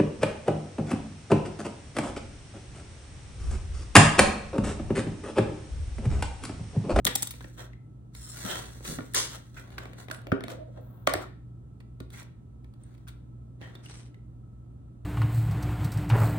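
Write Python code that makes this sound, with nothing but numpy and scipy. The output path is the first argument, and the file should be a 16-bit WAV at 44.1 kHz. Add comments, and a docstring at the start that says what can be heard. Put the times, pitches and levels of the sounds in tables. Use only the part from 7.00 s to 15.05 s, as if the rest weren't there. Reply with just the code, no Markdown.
"""Plastic takeaway bowl, lid popped

A thin bowl is handled close to the microphone in a small room with mains hum. Its walls buckle
and crackle; fingers slide round the rim. The lid creaks by stick-slip and pops free
in two steps, ringing the bowl's modes. Then a sleeve rustles."""
import sys
import numpy as np
from scipy import signal
from scipy.fft import rfft, irfft, next_fast_len
from scipy.io import wavfile
from scipy.ndimage import uniform_filter1d, map_coordinates

SR = 44100
rng = np.random.default_rng(int(sys.argv[2]) if len(sys.argv) > 2 else 0)


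def file_out(sig):
    """Save sig as 16-bit WAV at sys.argv[1]."""
    # one column per channel
    cols = np.atleast_2d(sig).T
    # limit, then scale
    lim = np.clip(cols, -1, 1)
    pcm = np.round(lim * 32767).astype(np.int16)
    wavfile.write(sys.argv[1], SR, pcm)


N = 355005
T = np.arange(N) / SR


def amp(db):
    """Decibels to gain."""
    return 10 ** (np.asarray(db) / 20)


def unit(x):
    """Scale to rms 1."""
    return x / np.sqrt(np.mean(x ** 2) + 1e-20)


def panned(db):
    """Stereo gains for a left-minus-right level."""
    return unit(amp(np.array([[db], [-db]]) / 2))


def at_hz(rows, hz, column=1):
    """Read a table on a log-frequency axis."""
    rows = np.array(rows)
    return np.interp(np.log(hz), np.log(rows[:, 0]), rows[:, column])


def cut(x, hz, kind, order=2):
    """Butterworth filter."""
    sos = signal.butter(order, np.clip(hz, 10, .45 * SR), kind, fs=SR, output="sos")
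    return signal.sosfilt(sos, x + 1e-18)


def bells(x, peaks):
    """Raise or lower each listed band."""
    for hz, width_hz, db in peaks:
        b, a = signal.iirpeak(min(hz, .45 * SR), hz / width_hz, SR)
        x = x + (amp(db) - 1) * signal.lfilter(b, a, x)
    return x


def tilted(db_per_octave, low_hz, high_hz, pivot_hz=3000):
    """Gain of a band under a spectral tilt."""
    return amp(db_per_octave * np.log2(np.sqrt(low_hz * high_hz) / pivot_hz))


def drift(knots_per_s):
    """Random wander, rms 1."""
    knots = rng.standard_normal(2000)
    return unit(np.interp(T * knots_per_s, np.arange(len(knots)), knots))


def coloured(pair, spectrum):
    """Two independent excitations to one stereo sound of the given spectrum, rms 1."""
    # Each row: frequency in Hz, correlation between the two microphone ports.
    port_correlation = [(60, .9), (150, .87), (300, .6), (600, .15), (1200, .45), (2500, -.05),
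                        (5000, -.25), (14000, -.1)]
    size = next_fast_len(N)
    hz = np.fft.rfftfreq(size, 1 / SR) + 1e-3
    alike = np.clip(at_hz(port_correlation, hz), -1, 1)
    mid, side = rfft(pair, size) * amp(at_hz(spectrum, hz)) * np.sqrt([1 + alike, 1 - alike])
    return unit(irfft([mid + side, mid - side], size)[:, :N])


def background(lag_s=0.0003, air_db=-49.5, whine_db=-77):
    """An appliance to the right: mains hum, air rumble, faint whine."""
    # Each row: frequency in Hz, level in dB.
    mains_lines = [(59.3, -56), (119.7, -48.5)]
    air_spectrum = [(25, -41), (40, -21), (56, 3.5), (80, -7), (100, -2.5), (125, -4), (160, -7.5),
                    (220, -9), (320, -14), (450, -25.5), (700, -30.5), (1200, -38), (2200, -51),
                    (3600, -51.5), (5000, -59), (9000, -52.5), (16000, -63)]
    hum = 0
    for hz, db in mains_lines:
        peak = amp(db + 1.1 * drift(4.2)) * np.sqrt(2)
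        hum = hum + peak * np.sin(2 * np.pi * hz * T + 0.1 * drift(13))
    air = amp(air_db) * coloured(rng.standard_normal((2, N)), air_spectrum)
    whine = amp(whine_db) * unit(cut(rng.standard_normal((2, N)), [1280, 1340], "band"))
    left, right = panned(-.6) * (hum + air + whine)
    return np.array([np.interp(T - lag_s, T, left), right])


def room(x, build_s=0.0075):
    """Diffuse echoes: quick build-up, longest decay in the bass."""
    # Each row: frequency in Hz, t60 in seconds, level in dB.
    reverb = [(100.03, 0.95, -16.5), (340, .42, -3.5), (630, 0.28, -2), (1550, 0.43, -6.5), (3570, 0.4, -7),
              (7300, 0.24, -10), (15010, 0.32, -15)]
    edges_hz = 25 * 2 ** (np.arange(4, 29) / 3)
    t, tail = T[:int(SR * .8)], 0
    white = rng.standard_normal((2, 2, len(t)))
    for k, (low, high) in enumerate(zip(edges_hz, edges_hz[1:])):
        hz = np.sqrt(low * high)
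        shape = amp(-60 * t / at_hz(reverb, hz)) * (1 - np.exp(-(t / build_s) ** 2))
        band = cut(white[k % 2], [low, high], "band")
        tail = tail + amp(at_hz(reverb, hz, column=2)) * band * shape / np.linalg.norm(shape)
    return signal.fftconvolve(x, tail, axes=1)[:, :N]


def friction(catches_per_s=900, spread_db=2, hiss=.55):
    """Tiny uneven catches over a smooth hiss."""
    sizes = amp(spread_db * np.minimum(rng.exponential(1, N), 4))
    catches = sizes * (rng.random(N) < catches_per_s / SR)
    return unit(catches * rng.standard_normal((2, N))) + hiss * rng.standard_normal((2, N))


def stroke(start_s, swell_s, fade_s, peak_db, grab_s=0.027, let_go_s=.05):
    """Envelope of one stroke: grab, swell, fade, let go."""
    knots_s = start_s + np.cumsum([-grab_s, grab_s, swell_s, fade_s, let_go_s])
    gain, on = np.zeros(N), (T > knots_s[0]) & (T < knots_s[-1])
    gain[on] = amp(peak_db + np.interp(T[on], knots_s, [-40, -4.5, 0, -12.5, -50]))
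    return gain


def sleeve():
    """Cloth brushes once over cloth."""
    # Each row: frequency in Hz, level in dB.
    cloth_spectrum = [(240, -4), (550, -5.5), (1080, -9), (1900, -7.5), (4000, -12), (4700, -14),
                      (6200, -10.5), (7100, -20), (8000, -9), (9300, -9), (10500, -22), (14000, -39)]
    rub = friction(catches_per_s=430, spread_db=-3, hiss=0.98)
    cloth = coloured(rub, cloth_spectrum) * amp(2 * drift(60))
    return cloth * stroke(start_s=6.84, swell_s=.14, fade_s=0.1, peak_db=-52)


def hands():
    """Hands shift the full bowl: dull bumps."""
    # Each row: start, swell and fade in seconds, peak in dB.
    shifts = [(1.44, 0.038, 0.3, -45.5), (1.87, 0.058, .12, -38.5), (2.76, 0.039, .46, -53.5)]
    # Each row: frequency in Hz, level in dB.
    bump_spectrum = [(80, -4.5), (150, 2.5), (300, -3.5), (550, -15.5), (900, -31)]
    rub = friction(catches_per_s=880, spread_db=-3, hiss=0.722)
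    bumps = cut(coloured(rub, bump_spectrum), 1100, "low")
    return bumps * sum(stroke(*row) for row in shifts)


def hisses():
    """Smooth plastic creeps over plastic: only the top of the friction sounds."""
    # Each row: start, swell and fade in seconds, peak in dB, low and high edge in Hz.
    creeps = [(2.995, .02, .03, -65, 13500, 16000), (3.125, 0.016, 0.053, -51.5, 7640, 11200),
              (3.275, 0.028, .02, -65, 13000, 16000), (3.81, 0.14, .25, -66.5, 11960, 16000)]
    rub = friction()
    return sum(stroke(*shape) * unit(cut(rub, [low, high], "band", order=3))
               for *shape, low, high in creeps)


def drags(rough_db=2):
    """The rim drags lightly over the lid's ribs, ringing their narrow resonances."""
    # Each row: start, swell and fade in seconds, peak in dB.
    drag_strokes = [(1.16, 0.079, 0.5, -50), (1.85, 0.055, .07, -50.5)]
    # Each row: centre and width in Hz, level in dB.
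    rib_resonances = [(4260, 150, -7.5), (5420, 130, -2), (7166, 220, -6), (7600, 200, 0.5),
                      (8410, 160, -0.5), (9440, 220, 2.5)]
    rub = friction() * amp(rough_db * drift(58))
    ringing = sum(amp(db) * unit(cut(rub, [hz - width_hz / 2, hz + width_hz / 2], "band", order=1))
                  for hz, width_hz, db in rib_resonances)
    return unit(cut(ringing, 3000, "high")) * sum(stroke(*row) for row in drag_strokes)


def wall_echoes(x, ripple_db, decay_s, opposed):
    """Bending waves circle the wall and comb the sound; the ports face different sides of it."""
    echoes = rng.standard_normal((2, 600)) * np.exp(-T[:600] / decay_s)
    response = signal.unit_impulse(600) + amp(ripple_db) * echoes / np.linalg.norm(echoes[0])
    response /= np.linalg.norm(response[0])
    return signal.fftconvolve(x - opposed * x[::-1], response, axes=1)[:, :N]


def flexing(x, depth=.025, bends_per_s=9):
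    """The wall bends under the fingers, so its resonances wander."""
    bend = uniform_filter1d(drift(bends_per_s), int(SR / bends_per_s))
    read_at = np.arange(N) + depth * SR / bends_per_s * bend
    return np.array([map_coordinates(side, [read_at], order=3, mode="reflect") for side in x])


def slides():
    """Skin drags over ribbed plastic: the wall drones, the ribs scrape, the surface hisses."""
    # Each row: start, swell and fade in seconds, peak in dB, tilt in dB per octave.
    finger_strokes = [(0.329, 0.03, 0.3, -60.5, 2.5), (0.583, 0.014, 0.066, -45, -1.5),
                      (1.148, 0.21, 0.83, -53.5, 2.5), (1.359, 0.092, 0.046, -49, 1.5),
                      (1.461, 0.062, 0.1, -36, -0.3), (1.63, 0.0028, 0.28, -65, -3.5),
                      (1.85, 0.074, 0.055, -42.5, 3), (2.04, 0.0048, 0.048, -67, 1.5),
                      (2.318, 0.038, 0.016, -43.5, 0), (2.549, 0.061, 0.023, -52.5, -0.5),
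                      (2.64, 0.095, 0.11, -58.5, -3), (2.79, 0.01, 0.22, -55, -2.5),
                      (2.986, 0.03, 0.034, -49.5, 0), (3.09, 0.035, 0.13, -58, -4.5),
                      (3.765, 0.015, 0.023, -63, -6), (3.83, 0.14, 0.33, -75.5, -8),
                      (4.155, 0.0087, 0.062, -55, -9.5), (4.215, 0.0087, 0.028, -54.5, 3),
                      (5.123, 0.086, 0.024, -52, 0.5), (6.608, 0.013, 0.22, -58, -3.5),
                      (2.36, 0.015, 0.37, -67, 2.5), (3.495, 0.022, 0.036, -44, -1.5),
                      (3.6, 0.16, .14, -75, -1.4), (5.801, .08, 0.18, -69.5, -1.5)]
    # Each row: frequency in Hz, level in dB.
    rub_spectrum = [(200, 3), (500, -7.5), (850, -11.5), (1350, -5), (2000, -5), (2400, -18), (3300, -10.5),
                    (5000, -27.5), (8700, -19), (11500, -27), (16000, -22)]
    # Each row: centre and width in Hz, gain in dB.
    wall_resonances = [(1400, 140, 2), (1903, 260, -0.5), (3034, 400, -7), (4300, 550, 11), (5900, 270, 11),
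                       (7900, 500, -0.5)]
    # Drone, scrape, hiss. Each row: low and high edge in Hz, level in dB.
    bands = [(349, 1113, -4), (1080, 3470, -2.5), (5900, 22000, -3.5)]
    rub = coloured(friction(), rub_spectrum) * amp(1.02 * drift(70))
    rub = bells(rub, wall_resonances)
    rub = flexing(wall_echoes(rub, ripple_db=0, decay_s=0.0071, opposed=0.019))
    pushes = [(stroke(*shape), tilt) for *shape, tilt in finger_strokes]
    out = 0
    for low, high, db in bands:
        gain = sum(push * tilted(tilt, low, high) for push, tilt in pushes)
        out = out + amp(db) * gain * unit(cut(rub, [low, high], "band", order=3))
    return out


def rim_slip(start_s=2.142, length_s=0.232, level_db=-26, fade_db_per_s=157):
    """One fast rasp along the rim; friction slows it to a stop."""
    # Each row: frequency in Hz, level in dB.
    rasp_spectrum = [(250, -11.5), (480, -3.5), (700, -10.5), (1000, -3.5), (1950, -2.5), (2500, -9.5),
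                     (3200, -3), (5000, -4.5), (8000, -3), (11500, -7.5), (16000, -18)]
    attack_s, hold_s, stop_s = 0.0067, 0.038, 0.018
    t = T - start_s
    moving = np.clip(t / attack_s, 0, 1) * np.clip((length_s - t) / stop_s, 0, 1)
    gain = moving * amp(level_db - fade_db_per_s * np.clip(t - hold_s, 0, 1))
    rasp = coloured(friction(catches_per_s=1800, spread_db=1), rasp_spectrum)
    return wall_echoes(gain * rasp, ripple_db=-4.5, decay_s=0.0029, opposed=0.019)


def rings_and_squeaks(attack_share=.15, half_width=0.041, sag=0.018):
    """Short pitched sounds of the plastic: rings of snaps and pops, rubbing squeaks; clean or rough."""
    # Each row: start and length in seconds, pitch in Hz, level in dB, roughness (capped at 1).
    pitched_sounds = [(0.065, 0.0063, 3450, -24, 1.2), (0.068, 0.0078, 1900, -26.5, 1.1),
                      (0.152, 0.0057, 7600, -30, 0.4), (0.228, 0.0057, 7700, -30, 0.35),
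                      (0.412, 0.0051, 1630, -47, 1.1), (0.442, 0.0036, 1810, -46, 1.2),
                      (0.594, 0.0094, 1910, -55, 0.8), (0.731, 0.0066, 2060, -53, 0.97),
                      (1.49, 0.061, 3210, -40.5, 1.1), (2.143, 0.0083, 1690, -33, 0.96),
                      (2.157, 0.013, 1140, -35, 0.67), (2.564, 0.031, 1480, -48.5, 0.8),
                      (2.565, .025, 1980, -53, 0.9), (2.57, 0.018, 2430, -53.5, 0.8),
                      (2.781, 0.002, 1550, -30.5, 0.64), (3.111, 0.0035, 1490, -29, 1.2),
                      (3.44, 0.0039, 1770, -47, 1), (4.0736, 0.0035, 1125, -18.5, 0.5),
                      (4.074, 0.0034, 2100, -28.5, 0.9), (4.069, 0.0039, 3450, -32, 0.95),
                      (4.094, .006, 1805, -35, .6), (4.139, 0.0045, 1830, -28.5, 0.67),
                      (5.003, 0.0033, 3760, -51, 0.6), (5.135, 0.03, 2060, -53.5, .95),
                      (5.17, 0.046, 2294, -58, 0.8), (5.172, .05, 3520, -67, 0.67),
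                      (5.156, .06, 5870, -73.5, 1.1), (5.835, 0.0051, 8590, -54.5, 0.4),
                      (6.069, 0.015, 1438, -54.5, 0.9), (6.612, 0.069, 1850, -53, 1),
                      (6.615, 0.057, 3120, -59.5, 1), (6.755, 0.0062, 3580, -51, 0.3),
                      (6.862, 0.004, 2840, -47.5, 0.4), (6.909, 0.013, 4100, -57, 1),
                      (6.968, 0.022, 7940, -59, 1), (7.143, 0.0039, 2050, -56, 1)]
    out, t = np.zeros((2, N)), T[:8192]
    for start_s, length_s, hz, db, rough in pitched_sounds:
        start, rough = int(start_s * SR), np.clip(rough, 0, 1)
        shape = (1 - np.exp(-t / (attack_share * length_s))) * np.exp(-1.5 * t / length_s)
        band_hz = hz * np.array([1 - half_width, 1 + half_width])
        noise = cut(rng.standard_normal((2, len(t))) * shape, band_hz, "band", order=1)
        pitch_hz = hz * (1 + sag * (np.exp(-t / length_s) - .5))
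        tone = shape * np.sin(2 * np.pi * np.cumsum(pitch_hz) / SR)
        blend = unit(rough * unit(noise) + (1 - rough) * unit(tone))
        out[:, start:start + len(t)] += amp(db) * blend * np.sqrt(length_s * SR / len(t))
    return out


def snaps(catches_per_s=3500, kick=1.3, hiss=0.45, left_lag_s=.00022):
    """The wall ticks as it gives, then buckles: one hard kick and a run of smaller catches."""
    # Each row: time and length in seconds, level in dB, tilt in dB per octave, left-right in dB.
    buckles = [(0.0472, 0.0021, -41.5, 3.5, 6), (0.0515, 0.00064, -20.5, 5.5, 6),
               (0.0669, 0.0018, -27, 1.5, -6), (0.0682, 0.0033, -23.5, -1, -3.5),
               (0.074, 0.0026, -24.5, 0.5, 4.5), (0.1534, 0.0029, -36, 7.5, 4),
               (0.1563, 0.0015, -27.5, 6.5, 0.5), (0.159, 0.0019, -31.5, 7, 8),
               (0.2218, .001, -42, 2.5, 8.5), (0.2234, 0.005, -37, 7, -7.5), (0.2284, 0.0038, -36, 6.5, 18),
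               (0.272, 0.0042, -42, 5.5, 2), (0.29, 0.0017, -62, 2, 3.5), (0.308, 0.009, -45.5, 4.5, 2),
               (0.339, 0.0027, -51.5, -4.5, -3), (0.407, 0.0055, -52, -4.5, 0),
               (0.445, 0.0037, -54, -7, -1), (1.15, 0.005, -50, 0.5, 0), (1.45, 0.001, -38, 0, 0),
               (1.638, 0.0055, -51, -4, 0), (1.704, 0.0021, -57.5, -6, -1), (1.806, 0.006, -65, -9, -5.5),
               (1.85, 0.016, -46, -1.5, 2.5), (1.986, 0.0033, -46.5, -7, -4.5), (2.006, 0.0034, -51, -7, 2),
               (2.136, 0.0029, -47.5, 5, 5), (2.147, 0.0013, -29.5, 6.5, 7.5),
               (2.783, 0.0065, -43.5, -2.5, 2), (2.704, .003, -57, -2.5, 2), (2.728, 0.0027, -61, -3.5, 0),
               (2.855, 0.0036, -50, -6, 0), (2.9324, 0.0044, -53, -4, 3.5), (3.0838, 0.0034, -48, -5.5, 9),
               (3.1, 0.0042, -47, -6, -19), (3.1132, 0.003, -38, 0, 0), (3.146, 0.0036, -46.5, -2, 2),
               (3.216, .003, -64, 2, 1), (3.269, 0.0041, -48.5, -5.5, -1), (3.318, 0.0052, -39.5, -8, 3),
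               (3.407, 0.0027, -46, -6, -0.5), (3.4382, 0.0021, -38.5, -3, 1),
               (3.482, 0.0015, -39, -4, -2.5), (3.501, 0.0038, -45, -2.5, 3),
               (4.0725, 0.0023, -21.5, -2.5, 1), (4.094, 0.003, -39, -3.5, 0),
               (4.1372, 0.0015, -27, 2.5, 1.5), (4.153, 0.0036, -41.5, -7.5, 2),
               (4.803, 0.0073, -62, -3.5, -2), (5.002, 0.0042, -51.5, -1, -0.5),
               (5.103, 0.0056, -57.5, 0, -0.5), (5.133, 0.0052, -59, 2.5, -3), (5.219, .005, -55.5, -5, 0),
               (5.229, .003, -59, 3.5, -2.5), (5.644, 0.0049, -65.5, -3, -1),
               (5.738, 0.0039, -66.5, -2, -0.5), (5.838, 0.0061, -73, -5.5, -0.5),
               (5.941, .006, -73.5, 1, -1.5), (5.949, 0.0051, -67.5, -3, -2),
               (5.979, 0.0059, -69.5, -2, -1.5), (6.077, 0.0054, -61, 3, -6), (6.083, 0.015, -54, 0, 0),
               (6.614, 0.0039, -53.5, -6, -12), (6.752, 0.0036, -52, -3, -3.5),
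               (6.858, 0.0041, -54, -2.5, 1), (7.145, .0038, -68, -4, 9)]
    # Each row: low and high edge in Hz, level in dB.
    bands = [(242, 710, -1.5), (990, 2250, 3.5), (2510, 5010, -1.5), (5930, 16000, 0.14)]
    # Peaks and gaps of the thin sheet. Each row: centre and width in Hz, gain in dB.
    sheet_response = [(927, 1500, -9), (1780, 1200, 1.5), (2640, 1400, -5.5), (3470, 970, 7),
                      (5070, 1100, -8), (8500, 640, 5.5), (9610, 1100, -2)]
    lead_s, lead_db, ring_s, ring_db = 0.00084, -19, .003, -20
    out, t = np.zeros((2, N + SR)), T[:2560] - T[512]
    for time_s, length_s, db, tilt, pan_db in buckles:
        before = amp(lead_db) * np.exp(-abs(t) / lead_s)
        after = np.exp(-1.3 * abs(t) / length_s) + amp(ring_db) * np.exp(-abs(t) / ring_s)
        shape = np.where(t < 0, before, after)
        catches = unit(rng.choice([-1, 1], len(t)) * (rng.random(len(t)) < catches_per_s / SR))
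        catches[np.argmin(abs(t))] = kick * catches.max()
        force = np.array([np.roll(catches * shape, int(left_lag_s * SR)), catches * shape])
        force += hiss * shape * rng.standard_normal((2, len(t)))
        start = max(int((time_s + t[0]) * SR), 0)
        for low, high, band_db in bands:
            burst = unit(cut(force, [low, high], "band", order=3)) * np.sqrt(length_s * SR / len(t))
            gain = amp(db + band_db) * tilted(tilt, low, high) * panned(pan_db)
            out[:, start:start + len(t)] += gain * burst
    return bells(out, sheet_response)[:, :N]


def bowl(force):
    """Modes of bowl and lid; each reaches the two ports with its own level and phase."""
    # Each row: frequency in Hz, level in dB, t60 in seconds, left-right in dB, left lead in radians.
    modes = [(112.96, 2, 0.033, -1.5, 0.5), (215, -1, 0.044, 4, 0.24), (271.6, -6.5, 0.13, -5.5, 1.42),
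             (333, -6, 0.061, 3.5, 1.4), (423.8, -9, 0.061, -10, -1), (535, -5, 0.026, -6, 0),
             (631, -2, .05, -11.5, 1), (649.6, -3, 0.047, -11.5, 0), (784.3, -15, 0.03, -1, 2.5),
             (856, -18, 0.038, 0.5, 2), (1000, -8, 0.011, -1.5, 0.5), (1178, -4, 0.024, 4, -1.54),
             (1290, -8.5, 0.036, 1, 0.8), (1430, -6, 0.1, 1, -1), (1812, -9.5, 0.06, -2, -4),
             (2175, -16, 0.028, 0, 0.5), (3600, -15, 0.038, -4.5, -4.5)]
    out = np.zeros((2, N))
    for k, (hz, db, t60_s, pan_db, lead_rad) in enumerate(modes):
        radius, angle = amp(-60 / (t60_s * SR)), 2 * np.pi * hz / SR
        feedback = [1, -2 * radius * np.cos(angle), radius * radius]
        ring = (-1) ** k * signal.lfilter([0, np.sin(angle)], feedback, force + 1e-18)
        left = np.interp(T + lead_rad / (2 * np.pi * hz), T, ring)
        out += amp(db) * panned(pan_db) * np.array([left, ring])
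    return out


def creak(tick_db=9, tick_power=3.9):
    """The lid sticks and slips in its groove: the modes sing, and only the hardest slips tick."""
    # Each row: start, swell and fade in seconds, peak in dB, slips per second.
    creaks = [(3.265, 0.008, 0.023, -33.5, 350), (3.485, 0.035, 0.022, -31, 320),
              (3.571, 0.036, 0.0222, -38, 284), (3.675, 0.015, 0.01, -42, 300),
              (3.755, 0.025, .03, -41.5, 288)]
    grips = np.array([stroke(*row[:4]) for row in creaks])
    grip = grips.sum(axis=0)
    slips_per_s = np.array(creaks)[grips.argmax(axis=0), -1]
    slip_count = np.cumsum(slips_per_s * (1 + .16 * drift(150))) / SR
    slips = np.diff(np.floor(slip_count), prepend=0) * grip * amp(2.5 * drift(120))
    singing = bowl(cut(cut(slips, 430, "high", order=4), 717, "low", order=5))
    ticks = cut(slips * (grip / grip.max()) ** tick_power, [1300, 7000], "band", order=1)
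    return singing + amp(tick_db) * ticks


def pops(rise_cycles=0.99):
    """The rim jumps its bead: the freed panel swings at a pitch set by the grip; the bowl rings."""
    # Each row: start in seconds, level in dB, high-pass in Hz (tighter grip, less bass), low-pass in Hz
    # (softer release, duller), then the panel's pitch in Hz, t60 in seconds, level and left-right in dB.
    releases = [(0.0544, -21.5, 90, 236, 585, .008, -13.5, 3),
                (0.0657, -33.5, 170, 686, 584, 0.018, -35, -2.5),
                (0.079, -24, 154, 302, 433, 0.034, -29, -1), (0.155, -32, 111, 500, 796, 0.04, -28.5, -1),
                (0.225, -35.5, 110, 500, 874, 0.03, -37, -4), (1.445, -22, 128, 96, 184, 0.1, -27, 10),
                (1.988, -28, 159, 1070, 247, 0.048, -19.5, 4),
                (3.112, -46, 201, 1220, 640, 0.11, -37.5, -16),
                (3.3191, -37, 716, 1800, 1410, 0.01, -10, 5), (3.3203, -10.5, 70, 340, 225, 0.021, -14, 2),
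                (3.331, -26, 100, 130, 400, 0.17, -24, -4.5),
                (3.438, -39, 300, 900, 660, 0.055, -32.5, -16.5),
                (4.0737, -16.5, 380, 1000, 564, 0.015, 0, -6), (4.138, -22, 402, 900, 674, 0.018, -10, -7),
                (4.153, -29, 150, 600, 644, 0.03, -21, 1), (4.185, -39, 150, 600, 570, 0.026, -30, -4.5),
                (4.154, -37, 81, 200, 99.4, 0.1, -22, 0), (4.221, -43.5, 700, 2010, 1380, 0.022, -33.5, 4),
                (4.239, -53, 700, 2000, 1330, 0.017, -30.5, 2),
                (5.0035, -23.5, 145.5, 100, 361, 0.058, -35.5, -1.5)]
    force, panels = np.zeros(N + SR), np.zeros((2, N))
    click, t = signal.unit_impulse(4096), T[:16384]
    for start_s, db, grip_hz, contact_hz, panel_hz, t60_s, panel_db, pan_db in releases:
        start = int(start_s * SR)
        push = cut(cut(click, grip_hz, "high"), contact_hz, "low", order=1)
        force[start:start + len(click)] += amp(db) * push
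        shape = (1 - np.exp(-t * panel_hz / rise_cycles)) * amp(-60 * t / t60_s)
        swing = shape * np.sin(2 * np.pi * panel_hz * t)
        panels[:, start:start + len(t)] += amp(panel_db) * panned(pan_db) * swing
    return panels + bowl(cut(force[:N], 4100, "low"))


def scene():
    """Handling and pops in the room, over the hum."""
    rubbing = slides() + drags() + hisses() + rim_slip() + hands() + sleeve()
    crackle = wall_echoes(snaps(), ripple_db=-6, decay_s=0.0018, opposed=0.028)
    handling = crackle + creak() + rings_and_squeaks() + rubbing
    popping = pops()
    pop_send_db = -2  # the lid faces the microphone, so less room
    return handling + popping + room(handling + amp(pop_send_db) * popping) + background()


def record(dry):
    """Treble dips near 12 kHz in the centre and widens at the sides; the top is cut."""
    # Each row: centre and width in Hz, gain in dB.
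    mid_peaks = [(12430, 3400, -15), (14600, 1500, 2)]
    side_peaks = [(5700, 2200, 4), (11800, 1500, 2.5), (16000, 2200, -11)]
    mid = bells((dry[0] + dry[1]) / 2, mid_peaks)
    side = bells((dry[0] - dry[1]) / 2, side_peaks)
    cutoff_hz = 15900
    lowpass = signal.ellip(10, .2, 80, cutoff_hz, fs=SR, output="sos")
    return signal.sosfilt(lowpass, np.array([mid + side, mid - side]))


dry = scene()
out = record(dry)
file_out(out)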